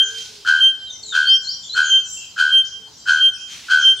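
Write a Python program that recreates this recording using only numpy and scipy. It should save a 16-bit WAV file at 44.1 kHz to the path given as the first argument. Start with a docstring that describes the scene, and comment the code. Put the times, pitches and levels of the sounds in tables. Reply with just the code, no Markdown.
"""A bellbird close by repeats a two-part call: a throbbing clang from the two sides of its syrinx
beating against each other, then a pure whistle an octave up. Trees send back echoes and a diffuse tail.
Further off, songbirds slur, chirp and twitter in sliding near-sine notes and a dove coos faintly.
Under it all lies a quiet forest hush, with a few rustles of leaves and one soft, dull thump."""
import sys
import numpy as np
from scipy import signal
from scipy.io import wavfile

SR = 44100
rng = np.random.default_rng(int(sys.argv[2]) if len(sys.argv) > 2 else 0)


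def log_audio(samples):
    """Write samples as a 16-bit WAV file to the path given in sys.argv[1]."""
    # one column per channel
    frames = np.atleast_2d(samples).T
    # limit to full scale, then quantise
    limited = np.clip(frames, -1, 1)
    pcm = np.round(limited * 32767).astype(np.int16)
    wavfile.write(sys.argv[1], SR, pcm)


N = 176400
LEAD_S, TRACK_N = .3, N + SR   # tracks start early and run long, so sounds can cross either end


def amp(db):
    """Decibels to gain."""
    return 10 ** (np.asarray(db) / 20)


def unit_rms(x):
    """Scale to an RMS of 1."""
    return x / np.sqrt(np.mean(x ** 2) + 1e-20)


def drift(rate_hz, n):
    """Smooth random wander with an RMS of 1."""
    r = np.exp(-2 * np.pi * rate_hz / SR)
    return unit_rms(signal.lfilter([1], [1, -2 * r, r * r], rng.standard_normal(n + 9000))[9000:])


def add(track, start_s, x):
    """Mix a sound into a mono track."""
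    i = int((start_s + LEAD_S) * SR)
    track[i:i + len(x)] += x


def phase_of(hz):
    """Running phase of a pitch curve."""
    return 2 * np.pi * np.cumsum(hz) / SR


def noise_band(n, hz, width_hz):
    """Noise sent twice through one resonance, with an RMS of 1."""
    r = np.exp(-np.pi * width_hz / SR)
    b = np.array([1, 0, -1]) * (1 - r * r) / 2
    a = [1, -2 * r * np.cos(2 * np.pi * hz / SR), r * r]
    return unit_rms(signal.lfilter(b, a, signal.lfilter(b, a, rng.standard_normal(n))))


def stereo(mid, side, likeness):
    """Left and right from two noises: likeness 1 is mono, 0 is wide."""
    return np.sqrt(1 + likeness) * mid + np.sqrt(1 - likeness) * side * [[1], [-1]]


def glides(notes, flutter_db):
    """Sliding sine notes with soft ends and a fluttering level."""
    out = np.zeros(TRACK_N)
    for start_s, length_s, from_hz, to_hz, db in notes:
        n = int(length_s * SR)
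        envelope = amp(db + flutter_db * drift(52, n)) * signal.windows.tukey(n, .5)
        add(out, start_s, np.sqrt(2) * envelope * np.sin(phase_of(np.linspace(from_hz, to_hz, n))))
    return out


def forest_hush():
    """A noise bed in gently wavering half-octave bands, centred in the lows and wider in the highs."""
    # colour of the hush: frequency_hz, relative_density_db
    colour = [(25, -24), (45, -9), (70, -2), (150, -3), (250, -7), (500, -10), (1000, -12), (2000, -19),
              (3500, -11), (5500, -10), (7300, -16), (9000, -26), (13000, -23), (15500, -50)]
    # how alike left and right are: frequency_hz, likeness (0-1)
    likeness = [(40, 1.), (90, .99), (180, .75), (500, .7), (2000, .65), (8000, .45)]
    out, edges_hz = 0, 22 * 2 ** np.arange(0, 9.6, .5)
    white = rng.standard_normal((2, 2, TRACK_N))
    for k, (low, high) in enumerate(zip(edges_hz, edges_hz[1:])):
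        bandpass = signal.butter(2, [low, high], "band", fs=SR, output="sos")
        mid, side = signal.sosfilt(bandpass, white[k % 2])
        db, alike = (np.interp(np.log(low * high) / 2, np.log(hz), values)
                     for hz, values in (np.transpose(colour), np.transpose(likeness)))
        out = out + amp(db + .5 * drift(1, TRACK_N)) * stereo(mid, side, alike)
    return amp(-50) * unit_rms(out)


def rustles_and_thump():
    """Leaves rustle in grainy bursts of noise, with one soft, dull thump."""
    # bursts (the one at 900 Hz is the thump): start_s, rise_s, fade_db_per_s, centre_hz, width_hz, level_db
    bursts = [(3.47, 0.056, 25.5, 2370, 4650, -38), (0.018, 0.18, 43, 3670, 3860, -36.5),
              (2.87, 0.0087, 254, 900, 250, -50), (2.08, 0.021, 60, 13000, 5000, -56),
              (0.014, 0.088, 19, 7400, 4600, -60), (4, 0.092, 30, 7700, 3000, -56)]
    out, t = np.zeros((2, TRACK_N)), np.arange(SR // 2) / SR
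    for start_s, rise_s, fade_db_per_s, hz, width_hz, db in bursts:
        grain_db = drift(60, len(t))
        envelope = amp(db - fade_db_per_s * np.maximum(t - rise_s, 0) + grain_db)
        envelope *= np.clip(t / rise_s, 0, 1)
        mid, side = (noise_band(len(t), hz, width_hz) for _ in range(2))
        add(out[0], start_s, envelope * (mid + .18 * side))
        add(out[1], start_s, envelope * (mid - .45 * side))
    return out


def dove():
    """Faint, low coos, each bending in pitch."""
    # coos: start_s, length_s, from_hz, to_hz, level_db
    coos = [(-.1, 0.38, 455, 444.6, -53), (.26, 0.21, 439, 394, -57.5), (.95, 0.53, 439, 420, -60),
            (1.66, 0.43, 445, 425, -59.5), (2.74, 0.22, 455.5, 422, -60), (3.8, 0.25, 351.4, 428, -55.5)]
    return glides(coos, flutter_db=3)


def far_twitter(count=160, low_hz=4200, high_hz=7800, level_db=-54):
    """Many small birds too far off to tell apart: short falling notes at random."""
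    when, pitch, length, fall = rng.random((count, 4)).T
    from_hz = low_hz * (high_hz / low_hz) ** pitch
    to_hz = from_hz * (.95 - .28 * fall)
    notes = zip(4.8 * when - .25, .026 + .14 * length, from_hz, to_hz, np.full(count, level_db))
    return glides(notes, flutter_db=2.5)


def far_chirps():
    """Quick, high chirps of distant birds, nearly all falling."""
    # chirps: start_s, length_s, from_hz, to_hz, level_db
    notes = [(.02, 0.039, 6950, 6910, -35), (.02, 0.027, 6300, 6150, -29.5), (.17, 0.066, 7000, 5250, -39),
             (.06, 0.029, 4400, 3500, -49.5), (.03, .05, 5600, 5000, -45.5), (.25, 0.077, 4720, 4350, -57),
             (.93, .04, 2165, 2040, -53.5), (.89, 0.066, 6700, 5200, -38),
             (1.025, 0.012, 8000, 6790, -35.5), (1.06, 0.015, 7800, 6040, -31),
             (1.42, 0.023, 8000, 5340, -37), (1.62, 0.036, 7800, 5740, -39.5),
             (1.63, 0.024, 3800, 2885, -29.5), (1.73, 0.025, 8000, 5950, -34.5),
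             (1.82, 0.075, 7000, 5960, -27), (1.9, 0.085, 6400, 6200, -44), (2.03, 0.026, 6200, 5700, -33),
             (2.0, 0.022, 2650, 2635, -49), (2.05, 0.037, 8200, 4600, -33), (2.1, 0.025, 7900, 7040, -28),
             (2.17, 0.014, 8200, 4200, -29.5), (2.17, 0.014, 2780, 2700, -32.5),
             (2.2, 0.014, 3300, 3000, -31), (2.23, 0.02, 2550, 2510, -49), (2.645, 0.022, 7100, 4460, -29),
             (2.7, 0.045, 7000, 4900, -49), (2.93, 0.041, 5800, 5400, -45.5), (2.96, .07, 4250, 3770, -53),
             (2.98, 0.0078, 7800, 7100, -43), (3.0, 0.01, 4750, 4770, -40.5),
             (3.35, 0.032, 2900, 2400, -43), (3.97, 0.038, 3750, 2600, -29), (3.09, 0.023, 6800, 5810, -30),
             (3.33, 0.025, 6100, 4860, -32), (3.335, 0.0081, 9000, 8500, -38.5),
             (3.38, 0.027, 7200, 4320, -36.5), (3.47, 0.066, 7300, 4980, -40.5),
             (3.79, 0.038, 6900, 4840, -27), (3.96, 0.045, 8700, 8200, -38.5)]
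    return glides(notes, flutter_db=2.5)


def songbird():
    """One phrase of near-sine slurs; a faint third harmonic comes in on the higher pitches."""
    # slurred notes, each a list of contour points: time_s, pitch_hz, level_db
    phrase = [
        [(0.82, 5100, -78), (0.836, 4150, -59), (0.912, 3604, -29), (0.92, 3880, -43.5), (0.932, 3290, -45),
         (0.94, 3614, -65.5)],
        [(1.03, 4510, -20), (1.046, 4160, -43), (1.132, 3590, -29), (1.138, 3360, -32.5), (1.15, 3340, -45.5)],
        [(1.24, 4350, -40.5), (1.252, 4412, -40.5), (1.268, 4320, -26.5), (1.344, 5560, -30.5),
         (1.368, 5634, -30), (1.38, 5500, -29.5)],
        [(1.43, 4630, -47), (1.438, 4287, -38), (1.46, 4160, -32), (1.482, 4280, -24.5), (1.528, 5540, -27.5),
         (1.56, 5730, -32)],
        [(1.68, 4140, -70), (1.688, 4106, -51.5), (1.7, 3943, -31), (1.72, 4050, -28), (1.746, 4295, -27.5),
         (1.77, 4320, -37)],
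    ]
    out = np.zeros(TRACK_N)
    for note in phrase:
        times_s, pitches_hz, levels_db = np.transpose(note)
        t = np.arange(times_s[0], times_s[-1], 1 / SR)
        hz = np.interp(t, times_s, pitches_hz)
        phase = phase_of(hz)
        fades = np.clip(np.minimum(t - times_s[0], times_s[-1] - t) / .012, 0, 1)
        envelope = amp(np.interp(t, times_s, levels_db) + 3 * drift(130, len(t))) * fades
        third = amp(-34.5) * np.clip((hz - 4300) / 500, 0, 1) * np.sin(3 * phase)
        add(out, times_s[0], np.sqrt(2) * envelope * (np.sin(phase) + third))
    return out


def forest_tail(x, t60_s, likeness):
    """Scatter among leaves and trunks: a stereo reverb of decaying noise with unit energy."""
    t = np.arange(SR) / SR
    mid, side = rng.standard_normal((2, SR)) * amp(-60 * t / t60_s) * np.clip(t / .02, 0, 1)
    impulse = stereo(mid, side, likeness)
    impulse /= np.sqrt(np.mean(np.sum(impulse ** 2, axis=1)))
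    return signal.fftconvolve(x[None], impulse, axes=1)[:, :len(x)]


def trunk_echoes(x, sway_db=3):
    """Distinct echoes off trunks; moving leaves make each one come and go."""
    # reflections: delay_s, level_db, lean_left (negative leans right)
    reflections = [(.075, -19, .25), (.19, -26, -.35), (.28, -33, .35)]
    out = 0
    for delay_s, db, lean in reflections:
        gain = amp(db + sway_db * drift(3.3, TRACK_N))
        out = out + gain * np.roll(x, int(delay_s * SR)) * [[1 + lean], [1 - lean]]
    return out


def bellbird_whistles(scoop_hz=46, scoop_s=.022, end_rise_hz=31):
    """A rounded swell that scoops down onto its pitch, then lifts; overtones flicker and lean left."""
    # whistles: start_s, length_s, pitch_hz, level_db, peak_position (0-1)
    calls = [(-.07, .125, 3150, -8, .45), (.595, .127, 3137, -7.5, .45), (1.266, .126, 3149, -8, .45),
             (1.885, .139, 3135, -8.5, .42), (2.506, .127, 3144, -8, .45), (3.197, .115, 3146, -8.5, .52),
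             (3.824, .131, 3135, -7, .38)]
    # partials of the whistle: pitch_multiple, level_db
    partials = [(.5, -26), (1, -0.5), (2, -33.5), (3, -39), (4, -46.5)]
    out = np.zeros((2, TRACK_N))
    for start_s, length_s, hz, db, peak_position in calls:
        progress = np.linspace(0, 1, int(length_s * SR))
        swell = np.sin(np.pi * np.interp(progress, [0, peak_position, 1], [0, .5, 1])).clip(0) ** .91
        scoop = scoop_hz * np.exp(-progress * length_s / scoop_s)
        phase = phase_of(hz + scoop + end_rise_hz * (progress ** 2 - .25))
        for multiple, partial_db in partials:
            lean = .1 * max(multiple - 1, 0)
            flicker_db = (.2 if multiple == 1 else 3) * drift(25, len(progress))
            partial = np.sqrt(2) * amp(db + partial_db + flicker_db) * swell * np.sin(multiple * phase)
            add(out[0], start_s, (1 + lean) * partial)
            add(out[1], start_s, (1 - lean) * partial)
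    return out


def bellbird_rasp(t, beat, rise_from_s=.012, peak_s=.037, fade_db_per_s=107):
    """The noisy edge of one clang: it flares, then dies away, throbbing with the beat."""
    # resonances of the rasp: centre_hz, width_hz, level_db
    resonances = [(1010, 170, -39), (1439, 227, -16), (2600, 410, -24.5), (3151, 168, -16.5),
                  (4200, 170, -24), (4350, 1200, -18), (6200, 2130, -23.5), (8800, 4400, -37)]
    noise = sum(amp(db) * noise_band(len(t), hz, width_hz) for hz, width_hz, db in resonances)
    flare = .12 + 1.076 * np.clip((t - rise_from_s) / (peak_s - rise_from_s), 0, 1)
    decay = amp(-fade_db_per_s * np.maximum(t - peak_s, 0))
    fades = np.clip(t / .0034, 0, 1) * np.clip(4 - 16 * t, 0, 1)
    return noise * flare * decay * fades * (1 + .18 * np.cos(beat))


def bellbird_clangs(beat_extra_hz=48, settle_s=.029, throat_width_hz=31):
    """Two beating voices and their combination tones, shaped by the throat, plus octave band and rasp."""
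    # clangs: start_s, loud_throb_s, upper_voice_hz, beat_hz, throat_centre_hz, level_db
    calls = [(-.21, -0.155, 1558, 74.4, 1538, -8), (0.447, 0.514, 1559, 77.8, 1531, -13),
             (1.122, 1.1909, 1578, 75.2, 1529, -13), (1.741, 1.793, 1572, 76.9, 1526, -13.5),
             (2.362, 2.4274, 1568, 75.2, 1532, -13.5), (3.056, 3.1222, 1573, 76.2, 1535, -12.5),
             (3.682, 3.7483, 1592, 76.9, 1521, -12)]
    # envelope of a clang: time_s, main_band_db, octave_band_db
    envelope = [(0, -33, -44.5), (.003, -17, -25.5), (0.013, -13, -18.5), (.03, -2, -3), (.05, 2, -3),
                (.09, 0, -9.5), (.14, -6.5, -3.5), (.16, -9.5, -3), (.2, -46, -22.5), (.24, -67, -78)]
    # partials around twice the upper voice: offset_beats (rounded for pitch), level_db
    octave_partials = [(-2.2, -24), (-0.84, -13), (0, -5.5), (0.82, -20.5), (2.6, -21.5)]
    out, n = np.zeros(TRACK_N), SR // 4
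    t = np.arange(n) / SR
    times_s, *bands_db = np.transpose(envelope)
    main_db, octave_db = (np.interp(t, times_s, band) for band in bands_db)
    onset_jitter_rad = np.exp(-(t / settle_s / 2) ** 2)
    for start_s, throb_s, hz, beat_hz, throat_hz, db in calls:
        beat = phase_of(beat_hz + beat_extra_hz * np.exp(-(t / settle_s) ** 2))   # starts fast, settles
        beat -= np.interp(throb_s - start_s, t, beat)   # line up a throb with throb_s
        voice = phase_of(hz + 3 * drift(33, n))
        partials = []
        for k in range(-4, 4):   # 0 and -1 are the voices, the rest combination tones
            throat_db = -((hz + k * beat_hz - throat_hz) / throat_width_hz) ** 2
            smear_rad = .3 * (k + .5) ** 2   # outer partials slip out of step, spreading the throb
            partials.append((voice + k * beat + smear_rad, main_db + throat_db))
        for offset, partial_db in octave_partials:
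            partials.append((2 * voice + round(offset) * beat + 2 * offset ** 2, octave_db + partial_db))
        ring = 0
        for phase, partial_db in partials:
            gain = amp(partial_db + 1.3 * drift(7.5, n))
            ring = ring + gain * np.sin(phase + onset_jitter_rad * drift(45, n))
        add(out, start_s, amp(db) * (ring + bellbird_rasp(t, beat)))
    return out


def scene():
    """The bellbird up front with its echoes, the songbirds deep in reverb, the forest bed beneath."""
    slightly_left = amp([[.6], [-.6]])
    clang, whistle = bellbird_clangs(), bellbird_whistles()
    whistle_mono = whistle.mean(axis=0)
    mix = clang * slightly_left + whistle
    mix += amp(-24) * forest_tail(clang + whistle_mono, t60_s=1.1, likeness=.55)
    mix += trunk_echoes(amp(-3) * clang + whistle_mono)   # the low clang reflects less than the whistle
    song, chirps = songbird(), far_chirps()
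    mix += song * amp([[1], [-1]]) + amp(-8) * chirps
    reverb_send = amp(-3.5) * song + chirps + far_twitter()
    mix += forest_tail(reverb_send, t60_s=.49, likeness=.5) * slightly_left
    mix += dove() + forest_hush() + rustles_and_thump()
    return mix[:, int(LEAD_S * SR):][:, :N]


def record(dry, cutoff_hz=15800):
    """A steep low-pass takes off the very top."""
    return signal.sosfilt(signal.ellip(10, .5, 70, cutoff_hz, fs=SR, output="sos"), dry)


dry = scene()
out = record(dry)
log_audio(out)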